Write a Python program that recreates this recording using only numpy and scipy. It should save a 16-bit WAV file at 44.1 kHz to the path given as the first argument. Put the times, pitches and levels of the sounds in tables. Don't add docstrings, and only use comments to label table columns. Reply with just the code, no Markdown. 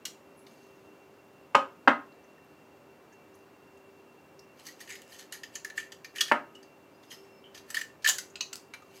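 import sys
import numpy as np
from scipy import signal
from scipy.io import wavfile
from scipy.ndimage import uniform_filter1d

SR = 44100
rng = np.random.default_rng(int(sys.argv[2]) if len(sys.argv) > 2 else 0)


def ratio(d):
    e = np.asarray(d, float) / 20
    return 10 ** e


def bounce(signal):
    frames = np.transpose(np.atleast_2d(signal))
    limited = np.clip(frames, -1, 1)
    pcm = np.round(limited * 32767).astype(np.int16)
    wavfile.write(sys.argv[1], SR, pcm)


N = 396900


def evened(x):
    return x / np.sqrt(np.mean(x ** 2) + 1e-20)


def read(points, hz):
    f, value = np.transpose(points)
    return np.interp(np.log(hz + 1), np.log(f + 1), value)


def add(mix, s, sound):
    part = mix[..., round(s * SR):][..., :sound.shape[-1]]
    part += sound[..., :part.shape[-1]]


def filtered(x, order, hz, kind):
    return signal.sosfilt(signal.butter(order, hz, kind, fs=SR, output="sos"), x)


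def resonate(x, hz, width):
    r = np.exp(-np.pi * max(width, 1) / SR)
    pole = r * np.exp(2j * np.pi * hz / SR)
    return np.sqrt(1 - r * r) * 2 * signal.lfilter([1], [1, -pole], x).real


def steep(x, hz, width):
    once = resonate(x, hz, width)
    twice = resonate(once, hz, width)
    return twice * np.linalg.norm(once) / np.linalg.norm(twice)


def colour(x, spectrum):
    hz = abs(np.fft.fftfreq(2048, 1 / SR))
    log_gain = np.log(ratio(read(spectrum, hz)) + 1e-5)
    response = np.fft.ifft(np.exp(np.conj(signal.hilbert(log_gain)))).real
    return signal.oaconvolve(x, response / np.linalg.norm(response))[:len(x)]


def waver(count, size):
    once = uniform_filter1d(rng.standard_normal(count), size=size)
    return evened(uniform_filter1d(once, size=size))


def grains(count, per_s, spread_db, smooth):
    draw = rng.random((count, 2))
    sizes = ratio(-spread_db * np.log(draw[:, 1] * .98 + .02))
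    sparse = (draw[:, 0] < per_s / SR) * sizes
    return rng.standard_normal(count) * (smooth + evened(sparse))


def clumped(x, patchy_db):
    z = signal.stft(x, nperseg=256, noverlap=192)[2]
    patches = uniform_filter1d(rng.standard_normal(z.shape[::-1]).T, size=4, axis=0)
    patches = uniform_filter1d(patches, size=9, axis=1)
    return signal.istft(z * ratio(patchy_db * evened(patches)), nperseg=256, noverlap=192)[1][:N]


def stroke(db, swell, fade, blade_db):
    range_db = 20.0
    t = np.arange(-1.5 * swell, 1.5 * fade, 1 / SR)
    away = np.maximum(-t / swell, t / fade)
    level_db = db - range_db * away
    grit_db = -4.5 - 6 * np.maximum(t / fade, 0)
    levels = np.array([level_db, level_db + blade_db, level_db + grit_db])
    rub = evened(grains(count=len(t), per_s=1500, spread_db=1.0, smooth=0.93))
    return -t[0], rub * ratio(levels - 3.5)


def knife():
    # start in
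    # seconds, shell level in dB, low ring and grit in dB relative to it, shell pitch in Hz
    catches = [(0.0532, -23.5, -25, -5, 3220), (0.4667, -46, -9, -8, 3500),
               (4.6668, -36, -15, -1, 4760), (4.6872, -41.5, -3, -20, 4400),
               (4.804, -39.5, -3, -6, 5900), (4.811, -43, -3, -1.5, 6300), (4.875, -40, -6, -19, 2960),
               (4.9031, -31.5, -9, -25, 2800), (4.9236, -34, -12, -19, 6460),
               (4.954, -36.5, -13, -9, 2760), (5.018, -47, -23, -0.5, 2900),
               (5.324, -28, -11, -3.5, 6500), (5.434, -28.5, -8, -14, 2700),
               (5.5547, -23.5, -13, -20, 6430), (5.6467, -31, 2.5, -9.5, 6530),
               (5.6997, -38.5, 3, -17, 4040), (5.777, -25.5, 3, -32.5, 2830),
               (5.9204, -32, -11.5, -11, 3150), (6.0457, -31.5, -9, -13.5, 2340),
               (6.1602, -33, -14, -10.5, 3080), (6.1645, -39.5, 3.5, -13, 3080),
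               (6.183, -27, -24, -17, 2900), (6.208, -10, -15.5, -9, 3350),
               (6.2815, -34, -1.5, -11, 2950), (6.6288, -47.5, -7, -7, 4730),
               (7.0337, -48, -24, -14, 3450), (7.1065, -46.5, -21, -20, 3180),
                     (7.5477, -39.5, -35.5, -9, 3220), (7.576, -37.5, -15, -20.5, 3200),
                     (7.703, -34.5, -4, 3.5, 5900), (7.7442, -27, -2, -26, 3120),
                     (7.7683, -24.5, 4, -28, 3430), (7.8124, -23.5, -2, -28, 7500),
                     (8.0448, -20.5, 0.5, -26, 4340), (8.0602, -20, 6, -24, 4030),
                     (8.0747, -13.5, -8, -11, 3120), (8.0869, -20, -17, 0.5, 7050),
                     (8.0956, -14, -12, -22.5, 6850), (8.184, -22.5, -14, -2, 4870),
                     (8.3588, -33, -18, -23, 2600), (8.529, -33, -30, -4, 4900),
                     (8.555, -49, -20, -4, 4840), (8.7377, -35.5, -13.5, -8, 2400),
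                     (8.821, -50.5, 4.5, -12, 2360), (8.4089, -21.5, -46, -18.5, 4310)]
    # time in seconds, pitch in Hz
    hollow = [(0.3, 2210), (4.66, 2126), (4.7, 1850), (4.9, 1850), (5.4, 1820), (5.64, 1758), (5.9, 1821),
              (7.76, 1790), (8.05, 1740), (8.085, 1763), (8.1, 1490), (8.53, 1374), (8.73, 2310),
              (8.82, 1235)]
    # hardest push in seconds, level in dB,
    # swell and fade in seconds, blade ring in dB relative to the level
    drags = [(0.472, -64.5, 0.0065, 0.71, -19), (4.6, -55, 0.035, 0.047, -6),
             (4.668, -47, 0.046, 0.091, -12), (4.812, -49, 0.034, 0.058, -10),
             (4.904, -46, 0.045, 0.12, -2.5), (5.138, -50, 0.081, 0.084, -2.5),
             (5.192, -44.5, 0.011, 0.065, -6.5), (5.342, -41.5, 0.021, 0.035, 2),
             (5.561, -46, 0.033, 0.0048, 0), (5.78, -42.5, 0.021, 0.07, 4.5), (6.163, -44, .016, 0.11, 5),
             (6.213, -29.5, 0.0098, 0.013, -13), (6.302, -56, .04, 0.011, 15),
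             (7.034, -59, 0.011, 0.059, -19), (7.115, -46.5, 0.022, 0.081, -11),
             (7.25, -70, 0.21, 0.14, -2), (7.547, -51, 0.0046, 0.058, 6),
             (7.577, -46.5, 0.0058, 0.029, -15.5), (7.7, -54.5, 0.042, 0.15, -1.5),
             (7.746, -33, 0.0035, .05, -12), (7.791, -41.5, 0.049, 0.046, -2),
             (8.049, -32.5, 0.004, 0.024, 7), (8.093, -18.5, 0.024, 0.015, -34),
             (8.976, -56.5, 0.13, .1, -8)]
    # frequency in Hz, width in Hz, level in dB
    blade_modes = [(1790, 36, -11.5), (1850, 33, -10.5), (2300, 210, -12.5)]
    # frequency in Hz, level in dB per Hz
    shell_colour = [(900, -15.5), (1500, -15), (2100, -10.5), (2500, -21), (2950, -1), (3600, -15.5),
                    (4700, -4.5), (5600, -11.5), (6500, -2), (7200, -4.5), (7900, -8), (8900, -21),
                    (11000, -39.5), (16000, -46.5)]
    # frequency in Hz, level in dB per Hz
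    grit_colour = [(6500, -13.5), (7800, -2.5), (8900, -12.5), (10500, -11.5), (13500, -13.5), (14600, -21),
                   (15600, -23.5), (16300, -38)]
    drive, spot = np.zeros((3, N)), np.zeros(N)
    t = np.arange(4000) / SR
    for s, db, low_db, grit_db, hz in catches:
        slip = evened(grains(count=len(t), per_s=2600, spread_db=0.0, smooth=2.7))
        slip = slip * np.minimum(t / 0.00038, 1) * ratio(db - 10.5 - 26 * t / 0.023)
        add(drive, s - .0004, slip * ratio(np.array([[0], [-99], [grit_db]])))
        add(spot, s - .0004, ratio(-5.5) * resonate(slip, hz, 220))
        low_hz = np.interp(s, *np.transpose(hollow))
        beat = 1 + 0.36 * np.cos(2 * np.pi * 115 * (t - .004))
        hum = np.sin(2 * np.pi * low_hz * t) * beat
        hum = hum + 0.26 * resonate(rng.standard_normal(len(t)), 1.01 * low_hz, 260)
        decay = np.exp(-(t / 0.011) ** 4) + 0.21 * np.exp(-t / 0.021)
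        add(spot, s, ratio(db + low_db - 5.5) * hum * np.minimum(t / 0.0018, 1) * decay)
    for s, *row in drags:
        lead, rub = stroke(*row)
        add(drive, s - lead, rub)
    blade = sum(ratio(db) * resonate(drive[1], hz, width) for hz, width, db in blade_modes)
    shell = ratio(-3.0) * colour(drive[0], shell_colour)
    grit = ratio(2.0) * colour(drive[2], grit_colour)
    sound = clumped(shell + blade + grit, patchy_db=3.5)
    return filtered([sound, spot], 4, 1200, "high")


def ticks():
    # start in seconds, peak in dB, pitch in Hz
    snaps = [(.0559, -29, 6100), (4.5982, -40, 5000), (4.6559, -37, 5000), (4.6694, -33, 5000),
             (4.6869, -31, 4500), (4.814, -38, 8000), (4.8778, -42, 5000), (4.9226, -46, 6500),
             (4.9561, -36, 9000), (5.0192, -34, 7000), (5.079, -41, 7000), (5.1219, -41, 6000),
             (5.2142, -55, 6000), (5.3249, -28.5, 6500), (5.3636, -42, 5000), (5.4352, -67, 4000),
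             (5.5554, -31.5, 6500), (5.648, -22, 5930), (5.7014, -42, 4000), (6.0513, -42.5, 6500),
             (6.1589, -38.5, 8000), (6.2763, -44, 6000), (6.2822, -28.5, 3500), (6.2849, -37, 4000),
             (7.1434, -41, 6000), (7.548, -44, 7000), (7.6943, -47, 5000), (7.7062, -32, 7000),
             (7.7331, -42, 6500), (7.7454, -25.5, 6000), (7.7704, -24.5, 8000), (7.7747, -25, 7500),
             (7.813, -27, 5000), (7.818, -29, 7000), (8.0469, -25.5, 5950), (8.0743, -14, 4000),
             (8.0837, -18, 4000), (8.0907, -12, 6000), (8.0989, -11, 6000), (8.18, -37, 4500),
             (8.184, -23.5, 6000), (8.4138, -23, 5000), (8.5355, -26.5, 6000), (8.5571, -28, 4500),
             (8.567, -33, 6000), (8.7506, -42.5, 4000), (8.963, -47.5, 7000), (8.9762, -40, 7000)]
    out, t = np.zeros(N), np.arange(400) / SR
    for s, db, hz in snaps:
        snap = np.cos(2 * np.pi * hz * t) + 0.79 * rng.standard_normal(len(t))
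        snap = filtered(snap * np.exp(-t / 0.00021), 2, 2200, "high")
        add(out, s, ratio(db - 2.0) * snap / abs(snap).max())
    return out


def taps():
    # start in seconds, level in dB
    hits = [
        (0.0543, -42),
        (8.3562, -34),
        (8.4073, -25),
        (8.5307, -33),
        (8.7371, -41.5),
    ]
    # frequency in Hz, level in dB, T60 in seconds
    spots = [
        [(1960, -2.5, 0.18), (2950, -14, 0.081), (3550, -10, 5.0), (4080, 2, 0.1), (5265, -21, 0.34),
         (7047, 3, 0.072), (7250, -12, 0.11), (8430, -6, 0.036), (9220, -9, 0.027), (10310, -16, 0.18)],
        [(2660, 0, 0.034), (3460, -21, 0.034), (4100, -3.5, 0.03), (4800, -5, 0.023), (5060, -28, 0.18),
         (5534, -27, 0.026), (6697, -12, 0.021), (6842, -32, 5.0)],
        [(1040, -17, 0.095), (2250, -32, 5.0), (2596, -6, 0.11), (2880, -7, 0.19), (4020, -6, 0.044),
         (4940, -19, 0.15), (5615, -29, 0.51), (6067, -8, 0.41), (6519, -26, 0.36), (7140, -22, 0.029),
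         (8048, -32, 0.052), (8748, -43, 0.67)],
        [(1380, -10, 0.1), (2750, -4.5, 0.038), (4400, -3, 0.02), (4721, -9, 0.062), (4800, -12, 0.045),
         (6300, -1.5, 0.024), (7090, -9, 0.077), (7700, -6, 0.099), (8250, -7, 0.019), (8942, -20, 0.056)],
        [(1240, -7.5, 0.072), (1630, -6, 0.042), (1960, -16, 0.15), (2330, 4.5, 0.073), (2600, -11, 0.067),
         (4030, -3.5, 0.092), (5840, -25, 0.11), (8909, -12, 0.039)],
    ]
    damped_t60 = .055
    out, t = np.zeros(N), np.arange(6000) / SR
    for (s, db), modes in zip(hits, spots):
        for hz, mode_db, t60 in modes:
            flutter = 0.5 * waver(count=len(t), size=60)
            ring = np.sin(2 * np.pi * hz * t) + flutter * np.cos(2 * np.pi * hz * t)
            decay = ratio(db + mode_db - 70 * t / min(t60, damped_t60))
            add(out, s, decay * np.minimum(t / 0.00035, 1) * ring)
    return out


def wet():
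    # start in seconds, level in dB,
    # frequency in Hz, width in Hz, length in seconds
    smacks = [(0.371, -70.5, 10550, 1200, 0.06), (.392, -69.5, 8050, 3000, 0.0078),
              (2.122, -67, 3980, 1200, 0.0051), (2.239, -71, 6200, 890, 0.012),
              (2.242, -63.5, 1790, 200, 0.0074), (2.378, -65, 1810, 198, 0.0089),
              (2.443, -74, 12030, 4000, 0.0073), (3.124, -68.5, 6200, 1193, 0.016),
              (3.341, -67, 6370, 1200, 0.0086), (3.35, -69, 10300, 3000, 0.01),
              (3.388, -71.5, 6500, 1490, 0.0051), (3.773, -72, 6980, 3040, 0.0086),
              (4.392, -53.5, 5500, 1400, 0.0065), (4.395, -70.5, 12000, 5030, 0.0063),
              (6.548, -50.5, 2896, 121.6, 0.015), (6.55, -65, 5900, 4150, 0.017),
              (7.439, -59.5, 3010, 250, 0.038)]
    crack_s = (.054, 3.12, 4.89, 6.185, 6.2075, 7.105, 7.11, 8.022, 8.085, 8.087, 8.3, 8.556, 8.567, 8.737,
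               8.97)
    # level in dB, frequency in Hz, width in
    # Hz, length in seconds
    cracks = [(-43, 7600, 600, 0.0049), (-65.5, 1750, 220, .012), (-53.5, 2050, 470, 0.15),
              (-38, 2950, 410, 0.0072), (-29, 3400, 630, 0.0047), (-55, 3080, 230, 0.033),
              (-60, 1970, 250, 0.035), (-60, 3900, 4700, 0.025), (-38, 1000, 800, 0.0094),
              (-26.5, 7030, 700, 0.015), (-60.5, 6600, 1100, 0.011), (-41, 4900, 5500, 0.0018),
              (-49.5, 7300, 4200, 0.0016), (-50.5, 1440, 1300, 0.015), (-72, 11000, 1550, 0.014)]
    # time in seconds, pitch in Hz, level in dB
    squeak = [
        (6.88, 4720, -81.5),
        (6.999, 5070, -77),
        (7.05, 5050, -87),
        (7.12, 5120, -63),
        (7.25, 5430, -78),
        (7.3, 5240, -79),
        (7.39, 5250, -69),
        (7.41, 5100, -87),
    ]
    out, t = np.zeros(N), np.arange(3000) / SR
    for s, db, hz, width, length in smacks + [(s, *row) for s, row in zip(crack_s, cracks)]:
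        puff = rng.standard_normal(len(t)) * np.minimum(t / 0.00059, 1) * np.exp(-(t / length) ** 2)
        add(out, s, ratio(db) * steep(puff, hz, width))
    s, hz, db = np.transpose(squeak)
    t = np.arange(s[0], s[-1], 1 / SR)
    flutter = 1 + 0.66 * waver(count=len(t), size=500)
    tone = flutter * np.sin(2 * np.pi * np.cumsum(np.interp(t, s, hz)) / SR)
    level = ratio(np.interp(t, s, db) + 3.0)
    add(out, s[0], level * tone * signal.windows.tukey(len(t), .15))
    return out


def knocks():
    # start in seconds, level in dB, rebound delay in seconds, rebound in dB, ring in dB
    blows = [
        (1.548, -11.5, 0.0048, 0, -10),
        (1.876, -7.5, 0.0055, -2.5, -12.5),
        (6.315, -15, 0.006, 0, -11),
    ]
    # frequency in Hz, level in dB, T60 in seconds
    rings = [
        [(276, -7.5, 0.208), (541, -2.5, 0.25), (685, -17.5, 0.37), (923, -10.5, 0.21), (947, -8.5, 0.15),
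         (1251, -4.5, 0.316), (1386, -20.5, 0.46), (1506, -16.5, 0.32), (1542, -11, 0.29), (1930, -20, 0.27),
         (2193, -4, 0.12), (2573, -16, 0.2), (2890, -18.5, 0.22), (3025, -12.5, 0.17)],
        [(593.6, -10, 0.368), (782.5, -3, 0.1478), (1059, -8, 0.3), (1100, -4.5, 0.22), (1410, -7.5, 0.24),
         (1550, -10.5, .22), (1540, -19.5, 0.23), (2032, -17.5, 0.3), (2130, -9, 0.19), (2230, -9, 0.122),
         (2806, -6.5, 0.077)],
        [(277, -11.5, 0.34), (601, -1, 0.23), (720, -19, 0.51), (936, 5, 0.18), (1130, -2, 0.11),
         (1394, -5, 0.23), (1534, -3.5, 0.3), (1770, -18, 0.35), (2190, -23, 0.22)],
    ]
    # frequency in Hz, level in dB per Hz
    thuds = [
        [(70, -39), (190, -10), (400, -11), (600, -4.5), (1000, 2.5), (2430, -12), (2770, -10), (3590, -22),
         (7980, -33), (14000, -52)],
        [(47, -47.5), (80, -29.5), (212, 0), (379, -5), (1270, 2.5), (2090, -6), (2330, -13), (2890, -11),
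         (3510, -23), (14000, -54.5)],
        [(47, -55), (210, -7.5), (400, -12.5), (580, -5), (960, -6.5), (2180, -9.5), (2430, -20), (2830, -15),
         (3510, -29.5), (14000, -50.5)],
    ]
    board_hz = (238, 575, 1258)
    board_db = [
        (-13.5, -8.5, -29),
        (-6.5, -6.5, -11),
        (-27, -4, -8),
    ]
    board_t60 = (0.16, 0.12, 0.47)
    lead_s, rebound_lead_s, rattle_s = .0008, .002, .003
    out, t = np.zeros(N), np.arange(SR // 2) / SR
    for (s, db, delay, rebound_db, ring_db), modes, thud, board in zip(blows, rings, thuds, board_db):
        modes = modes + list(zip(board_hz, np.add(board, 4.0), board_t60))
        ring = np.zeros(len(t))
        for hz, mode_db, t60 in modes:
            tone = np.sin(2 * np.pi * (hz * t + rng.random()))
            ring += ratio(mode_db - 75 * t / t60) * tone * (1 + 0.17 * waver(count=len(t), size=400))
        add(out, s - lead_s, ratio(db + ring_db) * ring * np.minimum(t / 0.002, 1))
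        parts = [(-lead_s, 3.0, .016, 1900),
                 (delay - rebound_lead_s, rebound_db + 4.0, .03, 15000),
                 (rattle_s, -8.0, .13, 15000)]
        for start, level_db, t60, top_hz in parts:
            burst = rng.standard_normal(len(t)) * ratio(-60 * t / t60)
            burst = filtered(burst, 2, top_hz, "low")
            add(out, s + start, ratio(db + level_db) * colour(burst, thud))
    return filtered(out, 3, 110, "high")


def kitchen(x):
    # frequency in Hz, T60 in seconds
    decay = [(150, 0.44), (500, 0.2834), (1200, 0.277), (2500, 0.25), (6000, 0.25), (14000, 0.24)]
    walls = np.zeros(SR // 2)
    at = np.arange(140, len(walls) - 20, 20)
    walls[at + rng.integers(0, 20, len(at))] = rng.choice([-1., 1.], len(at))
    hz, t, z = signal.stft(walls, SR, nperseg=256)
    tail = signal.istft(z * ratio(-60 * t / read(decay, hz)[:, None]), SR, nperseg=256)[1]
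    return signal.fftconvolve(x, tail / np.linalg.norm(tail))[:N]


def room_noise():
    # frequency in Hz, level in dB per Hz
    air_colour = [(20, -34.5), (55, -47.5), (90, -12), (130, -15.5), (280, -9), (500, -12), (1000, -16.5),
                  (2400, -27), (3800, -33.5), (7000, -36.5), (10000, -42.5), (13500, -38.5), (15500, -39.5),
                  (16400, -45.5)]
    # frequency in Hz, level in dB, width in Hz
    whine_bands = [(144.6, -77, 15), (302.8, -72, 20), (391, -66, 12), (529.5, -74, 13), (573, -73.5, 4.9),
                   (2326, -79.5, 10), (2730, -70.5, 42), (4500, -90, 10)]
    air_db, hum_hz, hum_db = -55.5, 389.8, -62.5
    frames, hz = N // 512 + 5, np.fft.rfftfreq(2048, 1 / SR)
    a, b, patches = rng.standard_normal((frames, 1025, 3)).T
    patches = uniform_filter1d(patches, size=20, axis=0)
    patches = evened(uniform_filter1d(patches, size=8, axis=1))
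    z = (a + 1j * b) * ratio(read(air_colour, hz)[:, None] + 0.29 * patches)
    air = signal.istft(z, nperseg=2048, noverlap=1536)[1][:N]
    whines = np.zeros(N)
    for f, db, width in whine_bands:
        once = resonate(rng.standard_normal(N), f, width)
        whines += ratio(db) * evened(resonate(once, f, width))
    hum = ratio(hum_db) * np.sin(2 * np.pi * hum_hz * np.arange(N) / SR)
    return ratio(air_db - 2.5) * evened(air) + whines + hum


def scene():
    rub, spot = knife()
    small = ticks() + taps() + wet()
    dull = knocks()
    source = ratio(-5.5) * rub + ratio(-9.0) * spot + ratio(-6.0) * small + ratio(-9.5) * dull
    turn = 2 * np.pi * np.arange(N) / SR * 2.3
    echoes = np.zeros(N)
    for k in range(3):
        echoes += kitchen(source * np.cos(turn + k * np.pi / 3) * np.sqrt(2 / 3))
    return (rub + spot + small + dull + echoes + room_noise())[None]


def top_cut(x):
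    return signal.sosfilt(signal.butter(12, 15750, fs=SR, output="sos"), x)


def record(dry):
    ceiling = .9
    limited = ceiling * np.tanh(dry / ceiling)
    return top_cut(filtered(limited, 2, 60, "high"))


dry = scene()
out = record(dry)
bounce(out)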